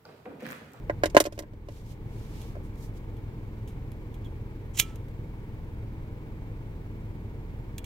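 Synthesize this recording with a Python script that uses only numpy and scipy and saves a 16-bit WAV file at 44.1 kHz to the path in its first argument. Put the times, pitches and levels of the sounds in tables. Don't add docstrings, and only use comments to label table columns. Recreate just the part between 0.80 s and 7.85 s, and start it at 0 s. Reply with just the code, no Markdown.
import sys
import numpy as np
from scipy import signal
from scipy.fft import rfft, irfft
from scipy.io import wavfile
from scipy.ndimage import minimum_filter1d

SR = 44100
rng = np.random.default_rng(int(sys.argv[2]) if len(sys.argv) > 2 else 0)


def pcm_store(signal):
    levels = np.round(np.clip(np.atleast_2d(signal), -1, 1) * 32767)
    wavfile.write(sys.argv[1], SR, levels.astype(np.int16).T)


N = 310905
TIME = np.arange(N) / SR
AGE = np.arange(8192) / SR

# start_s, thud_level_db, contact_hardness_hz, crack_level_db, crack_top_hz
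KNOCKS = [(0.0973, -17.5, 1250, -43.5, 2100), (0.2354, -12.5, 1750, -25.5, 3140),
          (0.2569, -21.5, 496, -27.5, 4500), (0.2995, -56, 700, -48, 8000), (0.3475, -13, 552, -33, 3000),
          (0.367, 3, 1570, -16, 3300), (0.3747, -17, 1000, -17, 3340), (0.4019, -25, 1100, -11.5, 15000),
          (0.4046, -8, 550, -27, 9000), (0.44, -45, 1010, -33, 14000), (0.4533, -20.5, 704, -31, 3300),
          (0.4603, -30, 605, -28.5, 4500), (0.4687, -18.5, 380, -57, 3000),
          (0.5237, -31.5, 400, -42.5, 6100), (.578, -29.5, 480, -44, 2600), (0.5903, -26, 515, -29, 15300),
          (0.606, -30, 350, -60, 5900), (0.623, -40, 1300, -50, 10000), (0.635, -37, 1500, -62, 2010),
          (0.735, -41, 500, -58, 3000), (0.8863, -30.5, 600, -45.5, 3270), (1.754, -40.5, 1090, -63, 2000),
          (1.767, -35.5, 380, -72, 2000)]
# pitch_hz, relative_level_db, t60_s
CONSOLE_MODES = [(324, -7.5, 0.1), (422, 1.5, 0.065), (499, -4, 0.043), (585, 9.5, 0.035),
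                 (686, 8.5, 0.029), (887, 2.5, 0.043), (1017, -1, 0.034), (1486, 2, 0.035),
                 (1602, 5.5, .03), (1950, 6.5, 0.021)]
# frequency_hz, relative_density_db
CRACK_SPECTRUM = [(200, -38), (400, -15), (1100, -2), (1700, 4), (2800, 1.5), (4200, -4.5), (6000, 0),
                  (8500, -1.5), (10500, -7.5), (13000, -2), (16000, -15.5)]

# start_s, drive_length_s, force_db, run_down_s
JERKS = [(3.933, 0.043, -50.5, .004), (3.968, 0.013, -36.5, .004), (3.983, 0.015, -26, .004),
         (3.993, .009, -23, .0008), (4.009, .004, -32, .011)]
GRIP_SHARE = 0.5
# frequency_hz, relative_density_db
SLOW_RASP_SPECTRUM = [(900, -21.5), (2300, -4.5), (3400, -2.5), (4800, -8), (6700, 1.5), (8500, -3),
                      (10500, -11.5), (13500, -13.5), (16000, -10)]
FAST_RASP_SPECTRUM = [(400, -39), (1400, -18), (1750, -4), (2100, -3.5), (2900, 1.5), (3900, 1.5),
                      (4500, -7.5), (5600, -3), (6600, 0.5), (7700, -3.5), (8500, 0), (10200, -6.5),
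                      (11500, 1), (13900, -0.5), (16000, -7.5)]
# pitch_hz, relative_level_db, t60_s
HOOD_MODES = [(1314, -20.5, 0.53), (2320, -3, .1), (2400, 0, 0.1), (2843, -11, 0.039), (2840, -0.5, 0.11),
              (3080, -3, 0.092), (3290, 4, 0.069), (3380, -0.5, 0.14), (3465, -0.5, 0.055),
              (4230, -3.5, .04), (6085, -11.5, .04), (8390, 1, 0.047), (11000, -4, 0.037),
              (14000, -7, 0.032)]
# start_s, level_db, scrape_decay_s, ring_relative_to_snap_db
CLICKS = [(1.6158, -50, 0.0046, -6), (1.9561, -61, 0.0027, -18), (2.3676, -63, 0.0073, 0),
          (2.876, -49.5, 0.021, -13), (3.1189, -54, 0.0004, -11), (3.3419, -54.5, .007, -4),
          (3.445, -58, 0.021, -6), (3.9986, -16, 0.0016, -9), (4.0029, -24.5, .001, -10.5),
          (4.1576, -50, 0.0024, -17), (4.2843, -61, .002, -12), (6.9815, -37.5, 0.0038, -9.5),
          (7.0432, -46, 0.0044, -1)]

FLARE_AT_S, FLARE_RISE_S, FLARE_HOLD_S, FLARE_FADE_S, FLARE_DB = 4.005, 0.025, 0.08, 0.049, -57.5
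# frequency_hz, relative_density_db
FLARE_SPECTRUM = [(500, -12), (1400, -3.5), (3200, 1), (4500, -9), (7000, -7.5), (10000, -13.5),
                  (16000, -16.5)]
SQUEAK_AT_S, SQUEAK_WIDTH_S, SQUEAK_HZ, SQUEAK_DB = 3.459, 0.014, 3240, -56.5

# fastest_moment_s, speeding_up_s, slowing_down_s, level_db, lowest_hz
STROKES = [(.56, .02, .015, -57.5, 3000), (.95, 0.06, .09, -57, 2000), (1.12, 0.054, 0.024, -56.5, 2500),
           (1.39, 0.094, 0.18, -62, 500), (1.61, 0.091, 0.12, -58, 980), (1.855, .025, 0.033, -63, 6000),
           (2.04, 0.057, 0.038, -54, 5000), (2.175, .03, .014, -62, 3000)]
# frequency_hz, relative_density_db
RUB_SPECTRUM = [(600, 6), (1500, 0.5), (3000, 4.5), (6000, 1.5), (10000, -4), (14000, -3), (16000, -16)]

FIRING_HZ, FIRST_FIRING_S = 20.423, 0.0403
# multiple_of_firing_rate, relative_level_db
ENGINE_ORDERS = [(1, -3), (1.5, -17), (2, 3), (3, -11), (4, -1.5), (5, -4), (6, -4.5), (8, -13)]
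ENGINE_DB = -40.5
# pitch_hz, rms_level_db
WHINES = [(33, -61), (107.9, -47), (215.3, -56), (285.3, -61.5), (318, -59), (431.5, -75.5), (449, -65.5),
          (463.5, -69), (497, -76.5)]
# frequency_hz, relative_density_db
AIR_SPECTRUM = [(12, -10), (45, -4.5), (115, 1), (200, -9), (440, -13.5), (700, -26), (900, -21.5),
                (1250, -31), (2050, -33), (2230, -29.5), (2550, -37.5), (5500, -50.5), (10800, -55.5),
                (13500, -50.5)]
AIR_DB = -42
# frequency_hz, coherence (0 to 1)
COHERENCE = [(50, 0.92), (200, 0.92), (500, .75), (1000, 0.69), (2500, 0.3), (6000, 0)]

# frequency_hz, t60_s
CABIN_DECAY = [(250, 0.037), (800, 0.072), (2500, 0.045), (6000, 0.034), (14000, 0.051)]
# frequency_hz, left_minus_right_db
CONSOLE_BALANCE = [(700, -1), (1300, 0), (2400, -4), (4400, -12.5), (7000, -8.5), (10000, 1),
                   (15000, -10.5)]
LIGHTER_BALANCE = [(700, -3), (1700, 4.5), (2400, -9), (3400, -7.5), (7000, -7.5), (10000, -2.5),
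                   (14000, -4.5)]
EDGE_HZ = 16050


def console(crack_s=0.0056, lowest_hz=320, panel_db=-9, panel_s=0.002):
    out = np.zeros(N)
    body = low_cut(ring(CONSOLE_MODES), lowest_hz, order=6)
    crowded = signal.butter(2, [900, 2300], "band", fs=SR, output="sos")
    for start, thud_db, hardness_hz, crack_db, top_hz in KNOCKS:
        panel = signal.sosfilt(crowded, scrape(panel_s))
        struck = blow(body) + gain_of(panel_db) * blow(panel)
        thud = darken(struck, hardness_hz, order=2)
        crack = darken(colour(scrape(crack_s), CRACK_SPECTRUM), top_hz, order=1)
        add(out, start, gain_of(thud_db) * blow(thud) + gain_of(crack_db) * blow(crack))
    return out


def wheel(slips_per_s=9000, spin_db=-31, ring_db=-11):
    force = np.zeros(N)
    for start, length, db, run_down in JERKS:
        force += gain_of(db) * envelope(start, GRIP_SHARE * length, length, run_down)
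    slips = grains(slips_per_s, spread_db=3.5)
    speed = np.maximum.accumulate(force)
    spin = speed / (speed + gain_of(spin_db))
    slow = evened(colour(slips, SLOW_RASP_SPECTRUM))
    fast = evened(colour(slips, FAST_RASP_SPECTRUM))
    rasp = force * (slow * (1 - spin) + fast * spin)
    hood = ring(HOOD_MODES)
    ringing = signal.oaconvolve(force * evened(slips), hood / np.linalg.norm(hood))[:N]
    return rasp + gain_of(ring_db) * ringing


def lever():
    out, hood = np.zeros(N), blow(ring(HOOD_MODES))
    for start, db, length, ring_db in CLICKS:
        snap = blow(colour(scrape(length), FAST_RASP_SPECTRUM))
        add(out, start, gain_of(db) * (snap + gain_of(ring_db) * hood))
    return out


def flare():
    burn = gain_of(FLARE_DB) * envelope(FLARE_AT_S, FLARE_RISE_S, FLARE_HOLD_S, FLARE_FADE_S)
    return burn * evened(colour(rng.standard_normal(N), FLARE_SPECTRUM))


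def squeak(jitter=0.045):
    cycles = np.cumsum(SQUEAK_HZ * (1 + jitter * drift(300))) / SR
    bell = np.exp(-((TIME - SQUEAK_AT_S) / SQUEAK_WIDTH_S) ** 2)
    return gain_of(SQUEAK_DB) * bell * np.sin(2 * np.pi * cycles)


def rubbing(uneven=0.13, right_db=2):
    hiss = np.array([evened(colour(ear, RUB_SPECTRUM)) for ear in rng.standard_normal((2, N))])
    out = np.zeros((2, N))
    for fastest, rise, fall, db, lowest_hz in STROKES:
        width = np.where(TIME < fastest, rise, fall)
        speed = np.exp(-((TIME - fastest) / width) ** 2)
        out += gain_of(db) * speed * low_cut(hiss, lowest_hz, order=2)
    return out * (1 + uneven * drift(40)) * gain_of([[0], [right_db]])


def engine(firings, shake=0.11, wobble=0.13, waver=0.25):
    boom = np.zeros(N)
    for order, db in ENGINE_ORDERS:
        phase = 2 * np.pi * order * firings + wobble * drift(5.2)
        boom += gain_of(db) * (1 + shake * drift(4.8)) * np.cos(phase)
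    whine = np.zeros(N)
    for hz, db in WHINES:
        phase = 2 * np.pi * hz * TIME + 0.95 * drift(0.63)
        whine += gain_of(db) * np.sqrt(2) * (1 + waver * drift(6.1)) * np.sin(phase)
    return gain_of(ENGINE_DB) * evened(boom) + whine


def air(firings, throb=0.088, left_lead_s=0.0002):
    hz = np.fft.rfftfreq(N, 1 / SR)
    shared, apart = rfft(rng.standard_normal((2, N))) * gain_of(read(AIR_SPECTRUM, hz))
    same = np.clip(read(COHERENCE, hz), 0, 1)
    mid = irfft(shared, N)
    side = irfft(apart * np.sqrt((1 - same) / (1 + same)), N)
    pair = np.array([mid + side, np.roll(mid - side, round(left_lead_s * SR))]) / np.std(mid)
    return gain_of(AIR_DB) * pair * (1 + throb * np.cos(2 * np.pi * firings))


def cabin(x, balance, wet_db, left_lag_s, scatter_hz=900):
    shape = (2, len(AGE))
    taps = rng.choice([-1., 1.], shape) * (rng.random(shape) < 0.12) * (AGE > 0.0015)
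    hz, t, z = signal.stft(taps, SR, nperseg=128)
    same = np.clip(read(COHERENCE, hz), 0, 1)[:, None]
    z[1] = same * z[0] + np.sqrt(1 - same ** 2) * z[1]
    z *= (hz / (hz + scatter_hz))[:, None]
    decay = gain_of(-60 * t / read(CABIN_DECAY, hz)[:, None])
    tail = signal.istft(z * decay, SR)[1]
    tail /= np.linalg.norm(tail, axis=1, keepdims=True)
    wet = signal.oaconvolve(x[None], tail, axes=1)[:, :N]
    direct = np.array([np.roll(x, round(left_lag_s * SR)), x])
    left, right = direct + gain_of(wet_db) * wet
    return np.array([colour(left, [(hz, db / 2) for hz, db in balance]),
                     colour(right, [(hz, -db / 2) for hz, db in balance])])


def ring(modes):
    return sum(gain_of(db - 60 * AGE / t60) * np.sin(2 * np.pi * hz * AGE) for hz, db, t60 in modes)


def scrape(decay_s):
    return rng.standard_normal(len(AGE)) * np.exp(-AGE / decay_s)


def grains(per_s, spread_db):
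    size = gain_of(spread_db * np.minimum(rng.exponential(1, N), 3))
    return size * rng.choice([-1., 1.], N) * (rng.random(N) < per_s / SR)


def drift(rate_hz):
    hz = np.fft.rfftfreq(N, 1 / SR)
    return evened(irfft(rfft(rng.standard_normal(N)) * (hz > 0) / (1 + (hz / rate_hz) ** 4), N))


def envelope(start, attack, hold, release):
    age = TIME - start
    return np.clip(age / attack, 0, 1) * np.exp(-np.maximum(age - hold, 0) / release)


def colour(x, spectrum):
    size = 4096
    log_gain = np.log(gain_of(read(spectrum, np.abs(np.fft.fftfreq(size, 1 / SR)))))
    taps = np.fft.ifft(np.exp(np.conj(signal.hilbert(log_gain)))).real[:size // 2]
    return signal.oaconvolve(x, taps)[:len(x)]


def darken(x, top_hz, order):
    return signal.sosfilt(signal.butter(order, top_hz, fs=SR, output="sos"), x)


def low_cut(x, lowest_hz, order):
    return signal.sosfilt(signal.butter(order, lowest_hz, "high", fs=SR, output="sos"), x)


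def gain_of(db):
    return 10 ** (np.asarray(db) / 20)


def evened(x):
    return x / np.sqrt(np.mean(x ** 2) + 1e-20)


def blow(x):
    return x * np.sqrt(0.003 * SR / (np.sum(x ** 2) + 1e-20))


def read(points, hz):
    f, value = np.transpose(points)
    return np.interp(np.log(hz + 1), np.log(f + 1), value)


def add(mix, start_s, sound):
    part = mix[round(start_s * SR):][:len(sound)]
    part += sound[:len(part)]


def scene():
    knocks = cabin(console(), CONSOLE_BALANCE, wet_db=-3.5, left_lag_s=0.00022)
    lighter_parts = wheel() + lever() + flare() + squeak()
    lighter = cabin(lighter_parts, LIGHTER_BALANCE, wet_db=-8.5, left_lag_s=-0.00003)
    firings = FIRING_HZ * (TIME - FIRST_FIRING_S)
    return knocks + lighter + rubbing() + engine(firings) + air(firings)


def record(dry, limit_db=-13, deepest_db=6, hold_s=0.43, recover_db_per_s=12):
    power = signal.lfilter([1 / 300], [1, 1 / 300 - 1], (dry ** 2).mean(0))
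    over_db = np.clip(10 * np.log10(power + 1e-12) - limit_db, 0, deepest_db)
    hold = 2 * int(hold_s * SR / 2) + 1
    held_db = -minimum_filter1d(-over_db, hold, origin=hold // 2, mode="constant")
    fall = recover_db_per_s * TIME
    duck_db = np.maximum.accumulate(held_db + fall) - fall
    duck_db = signal.lfilter([1 / 400], [1, 1 / 400 - 1], duck_db)
    clipped = np.clip(dry * gain_of(-duck_db), -1, 1)
    band_limit = signal.firwin(401, EDGE_HZ, window=("kaiser", 8), fs=SR)
    return signal.oaconvolve(clipped, band_limit[None], "same")


dry = scene()
out = record(dry)
pcm_store(out)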